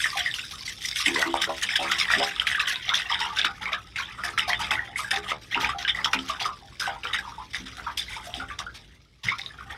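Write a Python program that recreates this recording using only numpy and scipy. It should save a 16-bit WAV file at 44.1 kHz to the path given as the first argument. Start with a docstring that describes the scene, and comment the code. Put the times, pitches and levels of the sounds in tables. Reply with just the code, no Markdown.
"""Bleach poured down a narrow well casing, outdoors, a few steps away, over a low rumble and a faint hiss.
Slugs slap the water about two metres down from the start; ringing bubbles and smacks join at once.
Gulps sweep up in pitch between 1.0 and 2.3 s; dense slugs follow, thinning after 6.5 s.
The pour nearly stalls after 8.8 s and spurts again at 9.2 s. Noise and bubble swarms make the splash,
decaying sines the bubbles; echoes between the water and the open mouth make the gurgle hollow."""
import sys
import numpy as np
from scipy import signal
from scipy.fft import rfft, irfft, next_fast_len
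from scipy.io import wavfile
from scipy.ndimage import uniform_filter1d, map_coordinates

SR = 44100
rng = np.random.default_rng(int(sys.argv[2]) if len(sys.argv) > 2 else 0)


def wav_record(signal):
    """Record a signal, one row per channel, as 16-bit PCM in the file named by sys.argv[1]."""
    frames = np.transpose(np.atleast_2d(signal))
    bounded = np.clip(frames, -1, 1)
    # unit amplitude maps onto the largest positive 16-bit level
    quanta = np.round(bounded * 32767).astype(np.int16)
    wavfile.write(sys.argv[1], SR, quanta)


N = 430857

# All table levels are relative: layer trims and the casing follow.
# Low rumble of the pour, swelling with heavy thumps, sinking when the pour stalls: time_s, level_db
RUMBLE_LEVEL = [(0.0, -50.5), (4.2, -51.5), (4.65, -44.5), (5.2, -52), (5.7, -46), (6.4, -50.5),
                (8.68, -48.5), (9.2, -61), (9.3, -54), (9.77, -48.5)]
# Rumble spectrum: freq_hz, density_db_per_hz
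RUMBLE_SPECTRUM = [(22, -48), (48, -3.5), (62, 1.5), (90, -8), (115, -4), (170, -12.5), (400, -19.5)]
# Outdoor hiss spectrum: freq_hz, density_db_per_hz
HISS_SPECTRUM = [(100, -23.5), (1500, -5.5), (4000, 9), (15000, -20.5)]

# Casing, surviving share per round trip: freq_hz, share
RETURN_SHARE = [(100, 0.69), (340, 0.77), (600, 0.59), (860, 0.61), (1200, 0.38), (1600, 0.11)]
ROUND_TRIP_S = 0.01325
# Cross resonances of the bore: cut_on_hz (lowest that travels), level_db
CROSS_MODES = [(1140, -9), (1900, -7), (2380, -11.5), (3300, -16.5)]
CROSS_DAMPING_HZ = 9.5
CROSS_SPLASH_DB = -2.5  # drive by the splash, against the big bubbles

# Thin, uneven stream between slugs: time_s, gurgle_db, patter_db, spray_db
STREAM_LEVELS = [(0, -49.5, -44, -43), (0.7, -58, -64, -46.5), (1.1, -65, -33, -57.5),
                 (1.6, -47, -37.5, -44), (2.3, -51, -32.5, -49.5), (2.9, -57, -35, -56),
                 (3.3, -38.5, -44, -54), (3.88, -60, -52, -60.5), (4.5, -39, -50, -55.5),
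                 (4.92, -66, -49, -61), (5.45, -62, -51, -62), (5.85, -39, -58, -59),
                 (6.65, -56.5, -53, -59.5), (7.45, -67, -50, -58.5), (8.2, -50, -54, -60),
                 (8.85, -64, -53.5, -65), (9.15, -72, -68, -74.5), (9.45, -52, -52, -58.5),
                 (9.77, -51, -58, -65)]
STREAM_TRIMS_DB = [[-3.5], [-1], [-0.5]]  # gurgle, patter, spray
STREAM_MIST_DB = -9.5  # against the trimmed spray
# Slugs hitting the water: start_s, gurgle_db, patter_db, spray_db, mist_db, rise_s, decay_s
# (decay_s is scaled per layer)
SLUG_HITS = [(0.0, -58, -24.5, -31.5, -38.5, 0.0012, 0.092), (0.053, -50.5, -49, -54, -61.5, 0.0012, 0.54),
             (0.17, -43, -19.5, -31.5, -39.5, 0.0011, 0.064), (0.252, -47, -33, -38, -48.5, 0.0021, 0.016),
             (0.339, -59.0, -41, -30, -40.5, 0.0014, 0.048), (0.385, -48, -31.5, -40, -44, 0.0018, 0.019),
             (0.51, -51, -43, -41.5, -49, 0.0014, 0.06), (0.65, -55, -41, -29, -40.5, 0.02, 0.057),
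             (0.803, -55.5, -37, -34, -42, 0.016, 0.21), (0.956, -53, -26, -31, -37.5, 0.0028, 0.18),
             (1.059, -46, -27, -49, -43, 0.0018, 0.14), (1.139, -31.5, -29.5, -31.5, -40.5, 0.0049, 0.13),
             (1.214, -25, -26, -20, -35, 0.0027, 0.013), (1.335, -33, -28.5, -50.5, -47.5, 0.0014, 0.11),
             (1.413, -34, -20, -24.5, -34.5, 0.0044, 0.035), (1.623, -35, -19, -30, -32, 0.0059, 0.035),
             (1.687, -40, -25.5, -39, -50, 0.0023, 0.092), (1.756, -30.5, -18, -22.5, -33, 0.00087, 0.023),
             (1.793, -32.5, -24, -38, -44.5, 0.031, 0.19), (1.842, -30, -26, -57, -56, 0.0017, 0.023),
             (1.913, -45, -15, -24.5, -39.5, 0.0025, 0.026),
             (1.983, -30.5, -20.5, -26, -37.5, 0.0011, 0.057), (2.094, -26, -17.5, -30, -38, 0.014, 0.091),
             (2.179, -32, -21, -29.5, -42, 0.011, 0.04), (2.227, -35, -26, -35, -40.5, 0.001, 0.089),
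             (2.394, -39, -35, -54, -50.5, 0.0016, 0.095), (2.467, -37.5, -20, -33.5, -39.5, 0.0013, 0.078),
             (2.544, -64, -29, -58, -66.0, 0.0013, 0.042), (2.593, -30, -14.5, -30.5, -39.5, 0.014, 0.048),
             (2.668, -39.5, -19, -32.5, -39.5, 0.0066, 0.085), (2.807, -47.5, -31, -37, -61.5, 0.066, 0.17),
             (2.879, -34, -31, -49, -70, 0.0012, 0.1), (2.937, -43, -20.5, -32, -42.5, 0.0012, 0.094),
             (3.085, -34, -16.5, -30.5, -45, 0.028, 0.069), (3.186, -31.5, -22, -34.5, -46, 0.011, 0.091),
             (3.359, -25, -11, -21.5, -38.5, 0.037, 0.049), (3.444, -29, -18, -30, -40.5, 0.0023, 0.027),
             (3.61, -33, -33.5, -48, -61, 0.0067, 0.091), (3.718, -26.5, -19, -35, -46, 0.014, 0.036),
             (3.958, -38.5, -25, -39, -51, 0.0031, 0.11), (4.177, -39, -53.5, -56.5, -69, 0.004, 0.12),
             (4.232, -27, -27, -30, -35, 0.025, 0.059), (4.376, -32, -19, -32, -42, 0.001, 0.051),
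             (4.474, -26.5, -17, -20.5, -30.5, 0.041, 0.041),
             (4.59, -29.5, -21.5, -33.5, -43.5, 0.0079, 0.086),
             (4.707, -25, -19.5, -33.5, -39, 0.002, 0.044), (4.775, -43.5, -41, -69, -65, 0.0026, 0.093),
             (4.838, -46, -31, -52, -52.5, 0.0093, 0.052), (4.957, -39.5, -28, -54, -44.5, 0.0061, 0.095),
             (4.974, -47, -47, -39, -37.5, 0.015, 0.082), (5.107, -30, -26.5, -34.5, -39.5, 0.0015, 0.059),
             (5.159, -31, -29, -28.5, -54.5, 0.00087, 0.02), (5.222, -36.5, -33, -50.5, -52, 0.017, 0.068),
             (5.278, -26, -15, -28, -36.5, 0.029, 0.038), (5.412, -59, -48, -51.5, -58.5, 0.00092, 0.1),
             (5.507, -34.5, -23, -37.5, -52, 0.016, 0.08), (5.599, -24.5, -18, -26.5, -37.5, 0.014, 0.061),
             (5.689, -24.5, -25, -44.5, -45, 0.0011, 0.031), (5.783, -53, -32, -34, -66, 0.001, 0.058),
             (5.877, -59, -20.5, -37.5, -54, 0.0011, 0.044), (5.944, -35, -41, -46, -54, 0.0023, 0.17),
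             (6.044, -41.5, -23, -23, -65, 0.0011, 0.026),
             (6.131, -31.5, -17.5, -29.5, -41.5, 0.0012, 0.028), (6.187, -46, -44, -44, -57, 0.0011, 0.18),
             (6.278, -31.5, -28, -31, -45, 0.011, 0.058), (6.395, -27.5, -20.5, -27, -38.5, 0.014, 0.043),
             (6.447, -17.5, -36, -25, -36, 0.033, 0.028), (6.796, -32, -27, -32, -39.5, 0.003, 0.067),
             (6.865, -38, -36.5, -72, -81, 0.001, 0.095), (7.033, -38, -30, -43, -53.5, 0.0014, 0.082),
             (7.13, -35, -17, -30.5, -43, 0.0068, 0.034), (7.185, -38, -37, -46.5, -48.5, 0.0011, 0.032),
             (7.242, -44, -63, -54, -63, 0.0015, 0.16), (7.532, -42, -30, -34.5, -47.5, 0.0016, 0.071),
             (7.655, -42.5, -38.5, -46.5, -61, 0.0011, 0.079), (7.768, -40, -39, -48.5, -55, 0.00098, 0.1),
             (7.861, -35, -33, -49, -58, 0.022, 0.065), (7.972, -40.5, -28.5, -26.5, -29.5, 0.0043, 0.033),
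             (7.989, -62, -43, -45, -55, 0.0014, 0.18), (8.087, -44.5, -33, -47, -48.5, 0.0084, 0.13),
             (8.239, -33.5, -46, -36.5, -41.5, 0.022, 0.053), (8.34, -47, -39, -41, -53, 0.0044, 0.075),
             (8.396, -26, -31, -45, -51, 0.0058, 0.023), (8.484, -42, -39, -56, -59, 0.001, 0.072),
             (8.586, -30.5, -31, -33, -46.5, 0.0028, 0.032), (8.741, -42, -40.5, -40.5, -49, 0.014, 0.049),
             (9.233, -48, -34.5, -37, -56, 0.0041, 0.11), (9.266, -31, -21.5, -36, -52, 0.005, 0.04),
             (9.381, -48, -42, -42, -54, 0.0012, 0.072), (9.577, -54, -49, -65, -71, 0.002, 0.37),
             (9.695, -31.5, -27, -48, -51, 0.016, 0.036)]
SLAP_S, SLAP_DB = 0.0032, 3  # decay; level over the splash
GURGLE_LAG_S = 0.0014  # added to the rise of the gurgle
SPLASH_DECAY_SCALE, SPRAY_DECAY_SCALE = 0.85, 0.67  # times decay_s
# Churned water spectrum: freq_hz, density_db_per_hz
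CHURN_SPECTRUM = [(105, 1), (190, 7.5), (270, -4.5), (420, 3), (600, 0)]
# Large bubble spectrum: freq_hz, density_db_per_hz
GURGLE_SPECTRUM = [(200, -6), (340, -31), (540, -20.5), (800, -3.5), (1020, -3.5), (1250, 3.5), (1420, -3),
                   (1700, 3.5)]
# Small bubble spectrum: freq_hz, density_db_per_hz
PATTER_SPECTRUM = [(1150, -51.5), (1450, -3), (2000, 5.5), (2650, -1), (3300, 1.5), (3800, -1.5),
                   (4200, -25), (5000, -36.5)]
# Droplet spectrum: freq_hz, density_db_per_hz
SPRAY_SPECTRUM = [(3700, 4), (4300, -3.5), (5000, 2), (5800, -1.5), (6900, -14.5), (8200, -20.5)]
# Finest spray spectrum: freq_hz, density_db_per_hz
MIST_SPECTRUM = [(6300, 2), (7000, -1), (7600, 2.5), (9200, 1.5), (11000, -4), (13300, -8.5), (15800, -31)]

# Surface heave spectrum: freq_hz, density_db_per_hz
HEAVE_SPECTRUM = [(55, 5), (110, -2), (190, -3), (290, -17.5), (450, -2)]
HEAVE_DB, HEAVE_DB_PER_GURGLE_DB, HEAVE_PEAK_S = -54.5, 0.28, 0.038

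# Rising air pockets: start_s, start_hz, end_hz, length_s, level_db
GULP_EVENTS = [(1.066, 284, 343, 0.05, -29.5), (1.136, 354, 710, 0.072, -36.5),
               (1.191, 643, 992, 0.078, -42), (1.258, 317, 361, 0.048, -33.5), (1.475, 411, 710, 0.02, -36),
               (1.492, 670, 1150, 0.016, -26.5), (1.79, 738, 775, .06, -30.5),
               (2.169, 383.5, 410, 0.049, -35), (2.198, 673, 856, 0.035, -26.5)]
# Gulp froth spectrum: freq_hz, density_db_per_hz
FROTH_SPECTRUM = [(170, -4), (400, -1), (510, -14), (800, 4.5), (1400, -5)]
FROTH_DB = -10.5  # against the gulp's table level
GULP_ATTACK_SHARE, GULP_RING_SHARE = 0.025, 1.1  # of length_s
GULP_ROUGH_DEPTH, GULP_KNOTS_PER_CYCLE = 0.6, 0.65

# Collapsing air pockets that barely ring: start_s, pitch_hz, level_db
SMACK_EVENTS = [(0.059, 1770, -10.5), (0.103, 4630, -21.5), (0.313, 3520, -20.5), (0.34, 3000, -18.5),
                (0.609, 4570, -28.5), (0.96, 3370, -15), (1.082, 2420, -7.5), (1.226, 1470, -9),
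                (1.341, 874, -2.5), (1.441, 1900, -12), (1.69, 2180, -12.5), (1.758, 3320, -10.5),
                (2.103, 1410, -6.5), (2.137, 1740, -6.5), (2.362, 3420, -20), (2.398, 3140, -7),
                (2.475, 3070, -12), (2.515, 1910, -11), (2.596, 3780, -16.5), (2.687, 2680, -26),
                (2.758, 3720, -16.5), (2.892, 3590, -8.5), (2.976, 3760, -16), (3.155, 1690, -15.5),
                (3.216, 1850, -16), (3.415, 3450, -10.5), (3.447, 1450, -7), (3.657, 2200, -14.5),
                (3.729, 2370, -18), (4.237, 1800, -13.5), (4.29, 1790, -20), (4.377, 1670, -12.5),
                (4.532, 2010, -7.5), (4.715, 1480, -11), (5.173, 1840, -14.5), (5.317, 555, -17),
                (5.321, 1110, -16), (5.546, 2750, -8.5), (5.576, 1330, -10.5), (5.646, 2390, -11),
                (5.85, 3000, -15), (5.884, 3260, -18.5), (6.057, 1300, -9.5), (6.134, 1360, -6.5),
                (6.19, 3160, -17.5), (6.876, 930, -14.5), (7.053, 1380, -13.5), (7.071, 3060, -19),
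                (7.134, 1990, -21), (7.15, 2140, -16), (7.546, 1930, -14.5), (7.797, 1410, -20.5),
                (8.34, 3250, -17.5), (8.59, 5560, -22), (9.287, 2220, -14), (9.395, 2050, -19.5),
                (9.416, 3760, -23), (9.462, 3760, -20.5)]
SMACK_SWELL_CYCLES, SMACK_DECAY_S = 0.86, 0.0015

# Ringing bubbles, loud and quiet: start_s, pitch_hz, level_db
BUBBLE_EVENTS = [(0.041, 1796, -16.5), (0.053, 1180, -29.5), (0.129, 1105, -28), (0.156, 730, -29),
                 (0.206, 3030, -21), (0.26, 1916, -16), (0.384, 1410, -32), (0.392, 2700, -24),
                 (0.436, 1530, -36), (0.534, 1230, -35.5), (0.678, 1950, -26), (1.0, 1170, -29),
                 (1.059, 2025, -17.5), (1.16, 1904, -15), (1.225, 1820, -17.5), (1.258, 900, -36),
                 (1.647, 187, -45.5), (1.735, 1810, -22), (1.755, 3270, -17), (2.086, 1820, -19),
                 (1.85, 1180, -25), (1.839, 310, -44), (2.011, 2180, -17), (2.135, 1860, -14.5),
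                 (2.159, 191, -35), (2.132, 670, -32), (2.548, 1623, -16), (2.583, 1160, -24),
                 (2.907, 1350, -24), (3.103, 1120, -22.5), (3.113, 884, -25), (3.208, 872, -25.5),
                 (3.45, 286, -38.5), (3.464, 1346, -21), (3.663, 2150, -21.5), (3.742, 1630, -26),
                 (3.986, 1460, -23), (4.193, 1310, -30), (4.25, 1645, -23.5), (4.427, 2500, -27),
                 (4.478, 733, -26), (4.502, 1875, -16), (4.531, 3090, -20), (4.71, 784, -28.5),
                 (4.754, 1910, -23), (4.776, 1520, -28), (4.791, 1800, -21), (4.803, 814, -39.5),
                 (4.886, 757, -42), (4.958, 2050, -19), (4.991, 1177, -25), (5.044, 1536, -25.5),
                 (5.114, 1720, -17), (5.168, 372, -40), (5.329, 1114, -40), (5.542, 2010, -26),
                 (5.555, 888, -24.5), (5.564, 320, -34.5), (5.631, 855, -27), (5.69, 1870, -29),
                 (5.746, 720, -31.5), (5.894, 3440, -17), (5.948, 1920, -22), (5.988, 1890, -22.5),
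                 (5.849, 1530, -21), (5.885, 3180, -17.5), (6.044, 3160, -16), (6.054, 860, -28.5),
                 (6.15, 261.4, -33), (6.296, 1120, -23), (6.461, 1150, -19), (6.488, 1094, -25),
                 (6.624, 733, -41.5), (6.818, 1460, -22), (6.857, 1520, -21), (6.874, 741, -26),
                 (6.959, 890, -34), (7.041, 455, -42.5), (7.149, 1903, -21), (7.186, 1600, -27),
                 (7.249, 1126, -33), (7.275, 910, -31), (7.321, 1160, -34.5), (7.38, 905, -32.5),
                 (7.398, 1020, -32), (7.593, 220.6, -41), (7.78, 720, -43), (7.865, 1247, -25),
                 (7.87, 1005, -26), (7.994, 3380, -20), (8.165, 867, -31.5), (8.083, 2000, -32.5),
                 (8.177, 1180, -34), (8.27, 650, -35), (8.34, 710, -37), (8.37, 283, -42),
                 (8.13, 1870, -34), (8.4, 1354, -26), (8.665, 1368, -27.5), (9.243, 124.6, -36.5),
                 (9.285, 1974, -14.5), (9.266, 1325, -36), (9.317, 1150, -23), (9.506, 1630, -38),
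                 (9.586, 1385, -36), (9.708, 1810, -31)]
LIFE_CYCLES_1KHZ, LIFE_SLOPE = 3.78, 0.68  # cycles to peak at 1 kHz; larger bubbles live longer
GLIDE_1KHZ, GLIDE_SLOPE, MAX_GLIDE = 0.03, 0.42, 0.065  # share of pitch gained in one life
SHED_COUNT, SHED_DB, SHED_WITHIN_S, SHED_OCTAVES = 4, -11.5, 0.042, 0.17
WAVER_CYCLES, WAVER_KNOTS_PER_S = 0.13, 170
ROUND_ABOVE_HZ = 2200  # waver shrinks above this pitch

TOP_HZ = 15830


def amp(db):
    """Decibels to gain."""
    return 10 ** (np.asarray(db) / 20)


def unit(x):
    """Scale to rms 1."""
    return x / np.sqrt(np.mean(x ** 2) + 1e-20)


def along(points, hz):
    """Read (freq_hz, value) points on a log frequency axis."""
    f, v = np.transpose(points)
    return np.interp(np.log(hz + 1), np.log(f), v)


def curves(rows):
    """One sample-rate curve per column after the time."""
    s, *cols = np.transpose(rows)
    return np.array([np.interp(np.arange(N) / SR, s, c) for c in cols])


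def filtered(x, response):
    """Apply a complex frequency response."""
    size = next_fast_len(N + SR // 2)
    return irfft(rfft(x, size) * response(np.fft.rfftfreq(size, 1 / SR)), size)[..., :N]


def coloured(x, spectrum):
    """Shape x by a spectrum, falling away beyond its ends, at rms 1."""
    low_hz, high_hz = spectrum[0][0], spectrum[-1][0]

    def response(hz):
        skirts = np.minimum(hz / low_hz, 1) ** 2 * np.minimum(high_hz / (hz + 1), 1) ** 2
        return amp(along(spectrum, hz)) * skirts
    return unit(filtered(x, response))


def noise(spectrum):
    """Coloured Gaussian noise at rms 1."""
    return coloured(rng.standard_normal(N), spectrum)


def add(track, start_s, sound):
    """Mix a sound into a track."""
    start = max(round(start_s * SR), 0)
    room = track[..., start:start + sound.shape[-1]]
    room += sound[..., :room.shape[-1]]


def smooth(knots, position):
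    """Read random knots as a smooth cyclic curve."""
    return map_coordinates(knots, [position], order=2, mode="wrap")


def wobble(knots_per_s):
    """Smooth random curve."""
    return smooth(rng.standard_normal(2000), np.arange(N) * knots_per_s / SR)


def hissing():
    """Very faint outdoor hiss: steady filtered noise."""
    return amp(-72.0) * noise(HISS_SPECTRUM)


def rumbling():
    """Low rumble of the pour: filtered noise, swelling with heavy thumps, sinking when the pour stalls."""
    return amp(curves(RUMBLE_LEVEL)[0] - 0.44) * noise(RUMBLE_SPECTRUM)


def casing(x):
    """The open mouth returns sound inverted: the air column rings at odd multiples of its lowest note."""
    def response(hz):
        share = np.clip(along(RETURN_SHARE, hz), 0, 0.9)
        return 1 / (1 + share * np.exp(-2j * np.pi * hz * ROUND_TRIP_S))
    return filtered(x, response)


def late_smear(x, cut_on_hz, t60_s):
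    """Diffuse late smear of the casing above a given pitch, through two drifting random tails."""
    t = np.arange(SR // 6) / SR
    tails = rng.standard_normal((2, len(t))) * amp(-60 * t / t60_s) * (1 - np.exp(-t / 0.011))
    tails /= np.linalg.norm(tails[0])
    turn = 2 * wobble(10)
    # the input drifts between the tails
    smeared = signal.oaconvolve(x * np.array([np.cos(turn), np.sin(turn)]), tails, axes=1)
    return filtered(smeared.sum(axis=0)[:N], lambda hz: 1 - 1 / (1 + (hz / cut_on_hz) ** 8))


def crosswise(x):
    """Each cross resonance is dispersive: a quick falling chirp settles on its pitch; strength varies."""
    def travel(hz, cut_on_hz):
        damped = hz - 1j * CROSS_DAMPING_HZ
        axial = -1j * np.sqrt(cut_on_hz ** 2 - damped ** 2)
        return np.sqrt(damped / axial) * np.exp(-1j * np.pi * ROUND_TRIP_S * (axial - hz))

    total = np.zeros(N)
    for cut_on_hz, db in CROSS_MODES:
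        drive = x * np.sqrt(2) * np.sin(2 * wobble(25))  # depends on where the drop lands
        total += amp(db) * filtered(drive, lambda hz: travel(hz, cut_on_hz))
    return total


def heaving():
    """Each slug heaves the water column: a soft low thump, nearly as strong for a weak slug."""
    power = np.zeros(N)
    age = np.arange(SR // 2) / SR / HEAVE_PEAK_S
    for s, gurgle_db, *_ in SLUG_HITS:
        gain = amp(HEAVE_DB + HEAVE_DB_PER_GURGLE_DB * gurgle_db)
        add(power, s, (gain * age * np.exp(1 - age)) ** 2)
    return np.sqrt(power) * noise(HEAVE_SPECTRUM)


def bubble(t, hz, life_s, glide):
    """A trapped bubble swells, rings and dies; its pitch climbs as it nears the surface."""
    age = t / life_s
    return age * np.exp(1 - age) * np.sin(2 * np.pi * hz * t * (1 + glide * age / 2))


def swarm(spectrum, low_hz, high_hz, cycles, spread_db, wash, smear, count, size):
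    """Many random small bubbles, merged by the casing, on a wash of noise, at rms 1."""
    when, pitch, length, strength = rng.random((count, 4)).T[..., None]
    hz = low_hz + (high_hz - low_hz) * pitch
    life_s = cycles * 2 ** (2 * length - 1) / hz
    gain = amp(-spread_db * np.log(np.maximum(strength, 0.02))) / np.sqrt(life_s)
    rings = gain * bubble(np.arange(size) / SR, hz, life_s, glide=0.01)
    places = (when * N).astype(int) + np.arange(size)
    grains = np.bincount(places.ravel(), rings.ravel(), N)[:N]
    merged = grains + smear * late_smear(grains, cut_on_hz=1290, t60_s=0.16)
    return unit(coloured(merged, spectrum) + wash * noise(spectrum))


def droplets(count, spread_db):
    """Single drops tick on the casing wall: short noise bursts, at rms 1."""
    when, strength = rng.random((2, count))
    gain = amp(-spread_db * np.log(np.maximum(strength, 0.05)))
    hits = np.bincount((when * N).astype(int), gain, N)
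    t = np.arange(SR // 100) / SR
    tick = rng.standard_normal(len(t)) * amp(-60 * t / 0.011)
    ticks = signal.fftconvolve(hits, tick)[:N]
    return unit(coloured(ticks, SPRAY_SPECTRUM) + amp(-10) * coloured(ticks, PATTER_SPECTRUM))


def patchy(x, depth_db):
    """The stream wanders across the bore: random time-frequency patches favour other resonances."""
    z = signal.stft(x, nperseg=512)[2]
    field = uniform_filter1d(rng.standard_normal(z.shape), size=5, axis=0)
    field = uniform_filter1d(field, size=7, axis=1)
    return unit(signal.istft(z * amp(depth_db * unit(field)), nperseg=512)[1][:N])


def slug_power():
    """Power of gurgle, patter, spray, mist: each slug slaps, splashes, dies; its gurgle lags."""
    power = np.zeros((4, N))
    t = np.arange(SR // 3) / SR

    def fade(decay_s):
        return np.exp(-(t / decay_s) ** 1.266)

    for s, gurgle_db, patter_db, spray_db, mist_db, rise_s, decay_s in SLUG_HITS:
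        swell = 1 - np.exp(-t / rise_s)
        gurgle = (1 - np.exp(-t / (rise_s + GURGLE_LAG_S))) * fade(decay_s)
        slap = amp(SLAP_DB) * np.exp(-t / SLAP_S)
        splash = swell * (fade(SPLASH_DECAY_SCALE * decay_s) + slap)
        hiss = swell * fade(SPRAY_DECAY_SCALE * decay_s)
        layers = [amp(gurgle_db) * gurgle, amp(patter_db) * splash,
                  amp(spray_db) * hiss, amp(mist_db) * hiss]
        add(power, s, np.array(layers) ** 2)
    return power


def splashing():
    """Slugs churn the water and throw up bubbles, spray and mist over the thin, uneven stream."""
    gurgle_db, patter_db, spray_db = curves(STREAM_LEVELS) + STREAM_TRIMS_DB
    stream_db = [gurgle_db, patter_db, spray_db, spray_db + STREAM_MIST_DB]
    power = amp(stream_db) ** 2 + slug_power()
    flutter = amp(1.6 * wobble(70))  # of the falling stream
    gurgle, patter, spray, mist = np.sqrt(power) * flutter
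    bursts = amp(2.43 * wobble(190))  # droplets land in clusters

    large = swarm(GURGLE_SPECTRUM, 241.3, 1515.0, cycles=2.75, spread_db=5.0,
                  wash=0.38, smear=1.0, count=2400, size=1400)
    small = swarm(PATTER_SPECTRUM, 1265, 4510, cycles=2.4, spread_db=3.6,
                  wash=0.25, smear=0.45, count=7000, size=500)
    churning = amp(-20) * gurgle * noise(CHURN_SPECTRUM)
    gurgling = amp(-0.5) * gurgle * large
    pattering = amp(-4.0) * patter * patchy(small, depth_db=2.8)
    spraying = amp(1.0) * spray * bursts * patchy(noise(SPRAY_SPECTRUM), depth_db=3.5)
    misting = amp(0.68) * mist * bursts ** 0.88 * patchy(noise(MIST_SPECTRUM), depth_db=3.5)
    ticking = amp(-3.5) * spray * droplets(count=450, spread_db=3.5)
    return churning + gurgling + pattering + spraying + misting + ticking


def gulps():
    """Large air pockets sweep up in pitch ever faster, wobble, and froth the water around them."""
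    rings, froth = np.zeros((2, N))
    for s, start_hz, end_hz, length_s, db in GULP_EVENTS:
        age = np.arange(int(GULP_RING_SHARE * length_s * SR)) / (length_s * SR)
        hz = start_hz + (end_hz - start_hz) * age ** 2
        level = (1 - np.exp(-age / GULP_ATTACK_SHARE)) / (1 + age ** 10)
        cycles = np.cumsum(hz) / SR
        swell, sway = [GULP_ROUGH_DEPTH * smooth(knots, cycles * GULP_KNOTS_PER_CYCLE)
                       for knots in rng.standard_normal((2, 200))]
        phase = 2 * np.pi * cycles
        ring = (1 + swell) * np.sin(phase) + sway * np.cos(phase)
        add(rings, s, amp(db - 0.5) * level * ring)
        add(froth, s, amp(db + FROTH_DB) * level)
    return rings + froth * noise(FROTH_SPECTRUM)


def smacks():
    """Air pockets collapse within a few cycles and ring down briefly, with a wet tick."""
    rings, ticks = np.zeros((2, N))
    t = np.arange(SR // 30) / SR
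    for s, hz, db in SMACK_EVENTS:
        swell = 1 - np.exp(-(t * hz / SMACK_SWELL_CYCLES) ** 2)
        shape = swell * np.exp(-t / SMACK_DECAY_S)
        add(rings, s, amp(db + 2.5) * shape * np.sin(2 * np.pi * hz * t))
        add(ticks, s, amp(db - 60 * t / 0.013))
    return rings + amp(-26.5) * ticks * noise(SPRAY_SPECTRUM)


def trapped_air():
    """Rows start_s, pitch_hz, level_db, life_s: bubbles and the weaker ones they shed; size sets life."""
    air = list(BUBBLE_EVENTS)
    chance = rng.random((len(BUBBLE_EVENTS), SHED_COUNT, 2))
    for (s, hz, db), pieces in zip(BUBBLE_EVENTS, chance):
        for late, size in pieces:
            shed_hz = hz * 2 ** (SHED_OCTAVES * (2 * size - 1))
            air.append((s + SHED_WITHIN_S * late, shed_hz, db + SHED_DB))
    return [(s, hz, db, LIFE_CYCLES_1KHZ / 1000 * (1000 / hz) ** LIFE_SLOPE) for s, hz, db in air]


def climb(hz):
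    """Share by which pitch rises in one life: more for a large bubble."""
    return min(GLIDE_1KHZ * (1000 / hz) ** GLIDE_SLOPE, MAX_GLIDE)


def wavering(t, waver, start_s, hz):
    """Uneven clock of a bubble out of round; small bubbles stay rounder and ring more cleanly."""
    drift = np.take(waver, int(start_s * SR) + np.arange(len(t)), mode="wrap")
    swing_cycles = WAVER_CYCLES * min(ROUND_ABOVE_HZ / hz, 1) ** 2
    return np.abs(t + swing_cycles * (drift - drift[0]) / hz)


def plops():
    """Bubbles ring, pinch off with a wet tick and shove water aside, the more so the larger."""
    rings, ticks, shoves = np.zeros((3, N))
    t = np.arange(SR // 6) / SR
    waver = wobble(WAVER_KNOTS_PER_S)
    for s, hz, db, life_s in trapped_air():
        clock = wavering(t, waver, s, hz)
        add(rings, s, amp(db) * bubble(clock, hz, life_s, climb(hz)))
        add(ticks, s, amp(db - 60 * t / 0.011))
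        add(shoves, s, amp(db - 60 * t / 0.061) * min(300 / hz, 1) ** 2 * np.tanh(t / life_s))
    tick = amp(-41.0) * ticks * noise(SPRAY_SPECTRUM)
    shove = amp(-14.0) * shoves * noise(CHURN_SPECTRUM)
    return rings + tick + shove


def scene():
    """The well sounds from its mouth, straight ahead, with rumble and hiss: two equal channels."""
    big = plops() + smacks() + gulps()
    splash = splashing()
    late = amp(-7.5) * late_smear(big, cut_on_hz=320, t60_s=0.089)
    late += crosswise(big + amp(CROSS_SPLASH_DB) * splash)
    well = casing(splash + heaving() + big + late)
    return np.tile(well + rumbling() + hissing(), (2, 1))


def record(dry):
    """Cut everything from the band limit up."""
    return filtered(dry, lambda hz: hz < TOP_HZ)


dry = scene()
out = record(dry)
wav_record(out)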